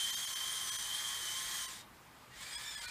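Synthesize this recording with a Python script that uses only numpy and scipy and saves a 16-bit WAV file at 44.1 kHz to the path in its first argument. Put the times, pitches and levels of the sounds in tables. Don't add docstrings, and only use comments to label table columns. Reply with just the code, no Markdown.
import sys
import numpy as np
from scipy import signal
from scipy.fft import rfft, irfft, next_fast_len
from scipy.io import wavfile
from scipy.ndimage import uniform_filter1d

SR = 44100
rng = np.random.default_rng(int(sys.argv[2]) if len(sys.argv) > 2 else 0)


def unload_wav(signal):
    wavfile.write(
        sys.argv[1],
        SR,
        np.round(np.clip(np.atleast_2d(signal).T, -1, 1) * 32767).astype(np.int16),
    )


def convert_level_to_amplitude(level_db):
    exponent = np.asarray(level_db, float) / 20
    return 10 ** exponent


N = 127890
T = np.arange(N) / SR

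# centre_hz, width_hz
CAB_PANELS = [(1740, 250), (3400, 500), (5150, 600), (7000, 500), (8350, 450), (11700, 500), (14300, 500)]


def rms_one(x):
    return x / np.sqrt(np.mean(x ** 2) + 1e-20)


def in_time(rows):
    s, *columns = np.transpose(rows)
    return [np.interp(T, s, c) for c in columns]


def gate(start_s, end_s):
    edge_s = .02
    return np.clip(np.minimum(T - start_s, end_s - T) / edge_s + .5, 0, 1)


def drift(rate_hz):
    r = np.exp(-80 * np.pi * rate_hz / SR)
    slow = signal.lfilter([1], [1, -2 * r, r * r], rng.standard_normal(N // 40 + 2002))[2000:]
    return np.interp(np.arange(N) / 40, np.arange(len(slow)), rms_one(slow))


def tone(hz, fade_db, rate_hz):
    phase = 2 * np.pi * (np.cumsum(hz) / SR + rng.random())
    return np.sqrt(2) * np.sin(phase) * convert_level_to_amplitude(fade_db * drift(rate_hz))


def peak(x, hz, width_hz):
    r = np.exp(-np.pi * width_hz / SR)
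    poles = [1, -2 * r * np.cos(2 * np.pi * hz / SR), r * r]
    return signal.lfilter(np.array([1, 0, -1]) * (1 - r * r) / 2, poles, x)


def above(hz):
    high_pass = signal.butter(3, hz, "high", fs=SR, output="sos")
    return rms_one(signal.sosfilt(high_pass, rng.standard_normal(N)))


def banded(spectrum, shared_db, own_db):
    out = 0
    together = drift(6) + drift(60)
    edges_hz = 20 * 2 ** np.arange(0, 9.8, 1 / 3)
    white = rng.standard_normal((2, N))
    hz, db = np.transpose(spectrum)
    for k, (low, high) in enumerate(zip(edges_hz, edges_hz[1:])):
        if high < hz[0]:
            continue
        band = signal.sosfilt(signal.butter(2, [low, high], "band", fs=SR, output="sos"), white[k % 2])
        level_db = np.interp(np.log(low * high) / 2, np.log(hz), db, left=-80)
        out = out + band * convert_level_to_amplitude(level_db + shared_db * together + own_db * drift(15.0))
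    return rms_one(out)


def mesh(hz, db, tilt_db, orders):
    teeth, wobble, fade_db = 28.5, .004, 2.8
    runout, runout_twice = .4, .25
    hz = hz * (1 + wobble * drift(30))
    out = 0
    for k, order_db in orders:
        lines = tone(k * hz, fade_db, 43)
        lines = lines + runout * tone((k + 1 / teeth) * hz, fade_db, 16)
        lines = lines + runout_twice * tone((k + 2 / teeth) * hz, fade_db, 22)
        out = out + lines * convert_level_to_amplitude(db + order_db + tilt_db * (k > 1))
    return out, 2 * np.pi * np.cumsum(hz) / SR / teeth


def reverse_gears():
    # start_s, tooth_hz, level_db, overtone_tilt_db
    main_motor = [(0, 3125, -41, -8), (.06, 3095, -42.5, -6), (.14, 3155, -45, -4), (.23, 3180, -48, -2),
                  (.28, 3105, -49, -4), (.46, 3120, -47, -6), (.55, 3170, -44, -8), (.63, 3110, -51, -4),
                  (.675, 3003, -64, 17), (.79, 3000, -61, 13), (.9, 3092, -46, -10), (.98, 3205, -45, -8),
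                  (1.08, 3140, -44, -8), (1.2, 3100, -52, -3), (1.29, 3035, -47, -3), (1.34, 3120, -49, -3),
                  (1.56, 3225, -54, 0), (1.665, 2915, -64, 3)]
    # start_s, tooth_hz, level_db
    other_motor = [(0, 3298, -49), (.12, 3260, -72), (.22, 3298, -49), (.4, 3160, -53), (.56, 3192, -53.5),
                   (.72, 3217, -48.5), (.82, 3164, -50.5), (1.1, 3290, -67), (1.24, 3237, -56),
                   (1.33, 3113, -60), (1.5, 3234, -55), (1.62, 3096, -54)]
    # multiple, level_db
    orders = [(1, 0.1), (2, -1.5), (3, -7), (4, -19)]
    coast_hz_per_s, coast_db_per_s, lowest_hz = 11000, 120, 300
    coast_s = np.maximum(T - main_motor[-1][0], 0)
    fall_hz, fall_db = coast_hz_per_s * coast_s, coast_db_per_s * coast_s
    hz, db, tilt_db = in_time(main_motor)
    back, turn = mesh(np.maximum(hz - fall_hz, lowest_hz), db - fall_db, tilt_db, orders)
    hz, db = in_time(other_motor)
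    twin, _ = mesh(np.maximum(hz - fall_hz, lowest_hz), db - 3 * fall_db, -7.0, orders)
    return back + twin, turn


def forward_gears():
    # start_s, tooth_hz, level_db, overtone_tilt_db
    pull = [
        (2.48, 1562, -85, -2),
        (2.515, 1619, -63, 14),
        (2.565, 1675, -56.5, 7),
        (2.6, 1720, -64, -1),
        (2.67, 1813, -55.5, 9),
        (2.72, 1754, -59.5, 8),
        (2.77, 1665, -57, 5.5),
        (2.81, 1581, -58.5, 4),
        (2.86, 1442, -68.5, 5.5),
    ]
    # multiple, level_db
    orders = [(1, -3), (2, 1), (3, 0), (4, -3), (5, -2), (7, -20), (8, -16)]
    hz, db, tilt_db = in_time(pull)
    rough_hz = hz * (1 + .008 * drift(60))
    ahead = mesh(rough_hz, db - 2.5 + 3 * drift(22), tilt_db, orders)[0] * (T > pull[0][0])
    return sum(peak(peak(ahead, f, w), f, w) for f, w in CAB_PANELS)


def hiss(turn):
    # start_s, level_db
    drive = [(0.0, -44.5), (0.02, -46), (1.37, -47), (1.58, -46), (1.81, -54.5), (1.85, -84), (1.94, -77),
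             (2.29, -71), (2.33, -67), (2.36, -58.5), (2.41, -53.5), (2.51, -54), (2.55, -54.5),
             (2.61, -52), (2.74, -53), (2.79, -53), (2.87, -52), (2.9, -55)]
    # pitch_hz, density_db
    back_spectrum = [(290, -77), (500, -23), (1050, -14.5), (1850, -7.5), (2720, -13.5), (3180, -2),
                     (3770, -8), (9380, -6.5), (15000, -25.5)]
    # pitch_hz, density_db
    ahead_spectrum = [(290, -68), (500, -13.5), (1330, -4.5), (1770, -1), (2680, -1.5), (4870, -3.5),
                      (6120, -10.5), (8250, -0.5), (15000, -37)]
    # centre_hz, width_hz, gain_db
    shell_modes = [(1060, 130, 5), (2000, 540, 3), (3050, 510, 3.5), (6320, 290, -5), (9730, 1320, -3)]
    notch_hz, notch_width_hz, notch_depth = 2717, 477, 0.59
    dull_hz, dull_per_db = 8080, 0.6
    throb, level_db, cab_share = 0.082, 4, 0.43
    backing = T < 1.9
    effort_db, = in_time(drive)

    raw = np.where(backing, banded(back_spectrum, 0.64, 0.7), banded(ahead_spectrum, 0.83, 0.52))
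    raw = raw - notch_depth * peak(raw, notch_hz, notch_width_hz)
    shell = raw + sum((convert_level_to_amplitude(db) - 1) * peak(raw, hz, w) * backing for hz, w, db in shell_modes)
    shell = shell + cab_share * (T > 1.9) * sum(peak(raw, f, w) for f, w in CAB_PANELS)
    shell = shell + above(12880) * convert_level_to_amplitude(np.where(backing, -8, -8.5))

    slack_db = np.minimum(effort_db - np.where(backing, -47, -52), 0)
    treble = shell - signal.sosfiltfilt(signal.butter(2, dull_hz, fs=SR, output="sos"), shell)
    shell = shell + (convert_level_to_amplitude(dull_per_db * slack_db) - 1) * treble
    return shell * (1 + throb * np.cos(turn)) * convert_level_to_amplitude(effort_db + level_db)


def axle():
    # start_s, pitch_hz, level_db, sideband_lift_db
    pair = [(0, 1055, -68, 0), (.36, 1060, -63, 0), (.43, 1060, -56, -2), (.66, 1057, -56, -2),
            (.74, 1050, -65, 0), (.87, 1035, -66, 3), (.93, 1062, -60, 2), (1.03, 1086, -59, 1),
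            (1.15, 1096, -58.5, 0), (1.25, 1076, -60, 0), (1.35, 1056, -55.5, -6), (1.5, 1065, -54, -10),
            (1.6, 1072, -54, -10), (1.645, 1030, -55, -8), (1.69, 1062, -58, -6), (1.76, 1000, -75, 0)]
    # shaft_steps, level_db
    sides = [(-1, -12), (1, -4), (2, -6)]
    side_hz = 115.1
    hz, db, lift_db = in_time(pair)
    step_hz = side_hz * hz / hz.mean()
    lines = tone(hz, 1., 8)
    lines = lines + sum(convert_level_to_amplitude(d + lift_db) * tone(hz + k * step_hz, 2.5, 5) for k, d in sides)
    return lines * convert_level_to_amplitude(db - 3) * (T < pair[-1][0])


def wind_up():
    # start_s, pitch_hz, level_db
    climb = [
        (2.32, 1950, -75),
        (2.36, 2062, -62),
        (2.42, 2230, -59),
        (2.5, 2340, -61),
        (2.66, 2335, -61),
        (2.8, 2340, -68),
        (2.9, 2385, -58),
    ]
    hz, db = in_time(climb)
    return tone(hz * (1 + .014 * drift(50)), 5, 40) * convert_level_to_amplitude(db) * (T > climb[0][0])


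def slides():
    # start_s, end_s, start_hz, end_hz, level_db
    glides = [(1.615, 1.67, 9400, 8750, -53), (1.68, 1.73, 8350, 6800, -58), (1.53, 1.585, 6480, 6720, -54),
              (1.585, 1.645, 6720, 6100, -55), (1.645, 1.685, 6100, 6230, -58),
              (1.655, 1.69, 960, 940, -61), (1.03, 1.12, 7950, 8350, -59), (1.2, 1.35, 8300, 8550, -62),
              (.69, .74, 7950, 8020, -57), (.76, .92, 8300, 8250, -60), (.83, .9, 7800, 7950, -61),
              (.85, 1.03, 9500, 9800, -58), (1.05, 1.2, 9750, 9850, -60), (2.36, 2.42, 3050, 3250, -63),
              (2.4, 2.5, 4250, 4650, -64), (2.42, 2.52, 7500, 7450, -65)]
    out = 0
    for a, b, from_hz, to_hz, db in glides:
        hz = np.interp(T, [a, b], [from_hz, to_hz]) * (1 + .006 * drift(70))
        out = out + convert_level_to_amplitude(db) * gate(a, b) * tone(hz, 3.5, 50)
    return out


def buzz():
    # pitch_hz, start_s, end_s, level_db
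    lines = [(861, .8, 1.65, -70), (1700, .3, 1.6, -63), (1920, .35, 1.65, -65), (3890, 1.2, 1.7, -64),
             (3520, .1, 1.65, -65), (5450, 0, .45, -61), (355, 0, 1.6, -76), (8330, 1.12, 1.2, -60),
             (4475, .1, .4, -60), (9500, 0, .85, -55), (12500, 0, .5, -62), (3710, 1.79, 1.83, -63),
             (1900, 2.32, 2.35, -55), (2816, 2.3, 2.34, -67), (945, 2.5, 2.9, -67), (1900, 2.38, 2.62, -64),
             (1045, 2.395, 2.44, -62), (3510, 2.63, 2.75, -57), (1720, 2.58, 2.8, -60),
             (4080, 2.85, 2.9, -59), (1480, 2.84, 2.9, -60), (4400, 2.81, 2.9, -60),
             (2070, 2.78, 2.85, -59)]
    out = 0
    for hz, a, b, db in lines:
        out = out + convert_level_to_amplitude(db) * gate(a, b) * tone(hz * (1 + .004 * drift(25)), 4, 30)
    return out


def room(x):
    size = next_fast_len(N + SR)
    f = np.arange(size // 2 + 1) * SR / size
    t60_s = 0.32 / (1 + f / 8000)
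    delays_s = rng.uniform(.015, .045, 10)
    loops = [convert_level_to_amplitude(-60 * d / t60_s) * np.exp(-2j * np.pi * f * d) for d in delays_s]
    return irfft(rfft(x, size) * sum(g / (1 - g) for g in loops), size)[:N]


def shed():
    # pitch_hz, density_db
    air = [(26, -4), (45, -5.5), (189, -5.5), (300, -10), (668, -12), (1060, -4.5), (1390, -11.5),
           (1900, -12), (15000, -35.5)]
    # pitch_hz, level_db
    machines = [(52, -75), (120, -77)]
    air_db = -59
    return convert_level_to_amplitude(air_db) * banded(air, .5, 1.5) + sum(convert_level_to_amplitude(db) * tone(hz + 5 * drift(8), 5, 8) for hz, db in machines)


def scene():
    whine, turn = reverse_gears()
    loader = whine + forward_gears() + axle() + wind_up() + buzz() + slides() + hiss(turn)
    room_db = -13.5
    return (loader + convert_level_to_amplitude(room_db) * room(loader) + shed())[None]


def bridge(x, count=7):
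    centres_s = [0.1167, 0.158, 0.264, 0.3475, 0.709, .776, 1.6718, 2.568, 2.762, 2.8034, 2.8694]
    left, kept_db, treble_left, treble_hz = .07, 4, .22, 9000
    x, gap = x.copy(), int(.022 * SR)
    keep = left + (1 - left) * np.abs(np.linspace(-1, 1, gap)) ** 1.5
    window = np.hanning(2 * gap)
    for s in centres_s:
        i = int(s * SR) - gap // 2
        bins = rfft(x[i - gap // 2:][:2 * gap] * window)
        bin_no = np.arange(len(bins))
        level = np.log(np.abs(bins) + 1e-12)
        score = level - .6 * uniform_filter1d(level, size=41)
        tops = signal.find_peaks(score, distance=12)[0]
        tops = tops[np.argsort(score[tops])[-count:]]
        near = np.abs(bin_no[:, None] - tops).min(axis=1) <= 2
        gain = np.maximum(near, treble_left * (bin_no * SR / 2 / gap > treble_hz))
        lines = (irfft(bins * gain) / (window + 1e-9))[gap // 2:][:gap]
        x[i:i + gap] = keep * x[i:i + gap] + (1 - keep) * convert_level_to_amplitude(kept_db) * lines
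    return x


def starved(x):
    from_hz, share_percent, hole_db = 8700, 10, -30
    f, _, cells = signal.stft(x, SR, nperseg=768)
    chance = rng.standard_normal(cells.shape)
    for size, axis in ((3, 0), (2, 0), (7, 1), (4, 1)):
        chance = uniform_filter1d(chance, size=size, axis=axis)
    hole = (chance < np.percentile(chance, share_percent)) & (f[:, None] > from_hz)
    return signal.istft(cells * np.where(hole, convert_level_to_amplitude(hole_db), 1), SR, nperseg=768)[1][:N]


def low_pass(x):
    return signal.sosfilt(signal.butter(12, 16090, fs=SR, output="sos"), x)


def record(dry):
    self_noise_hz, self_noise_db = 7200, -67.5
    heard = dry[0] + convert_level_to_amplitude(self_noise_db) * above(self_noise_hz)
    cut = signal.sosfilt(signal.cheby2(20, 60, 15500, fs=SR, output="sos"), heard)
    cut = signal.sosfilt(signal.butter(3, 42, "high", fs=SR, output="sos"), cut)
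    mix = starved(bridge(cut))[None]
    return low_pass(mix)


dry = scene()
out = record(dry)
unload_wav(out)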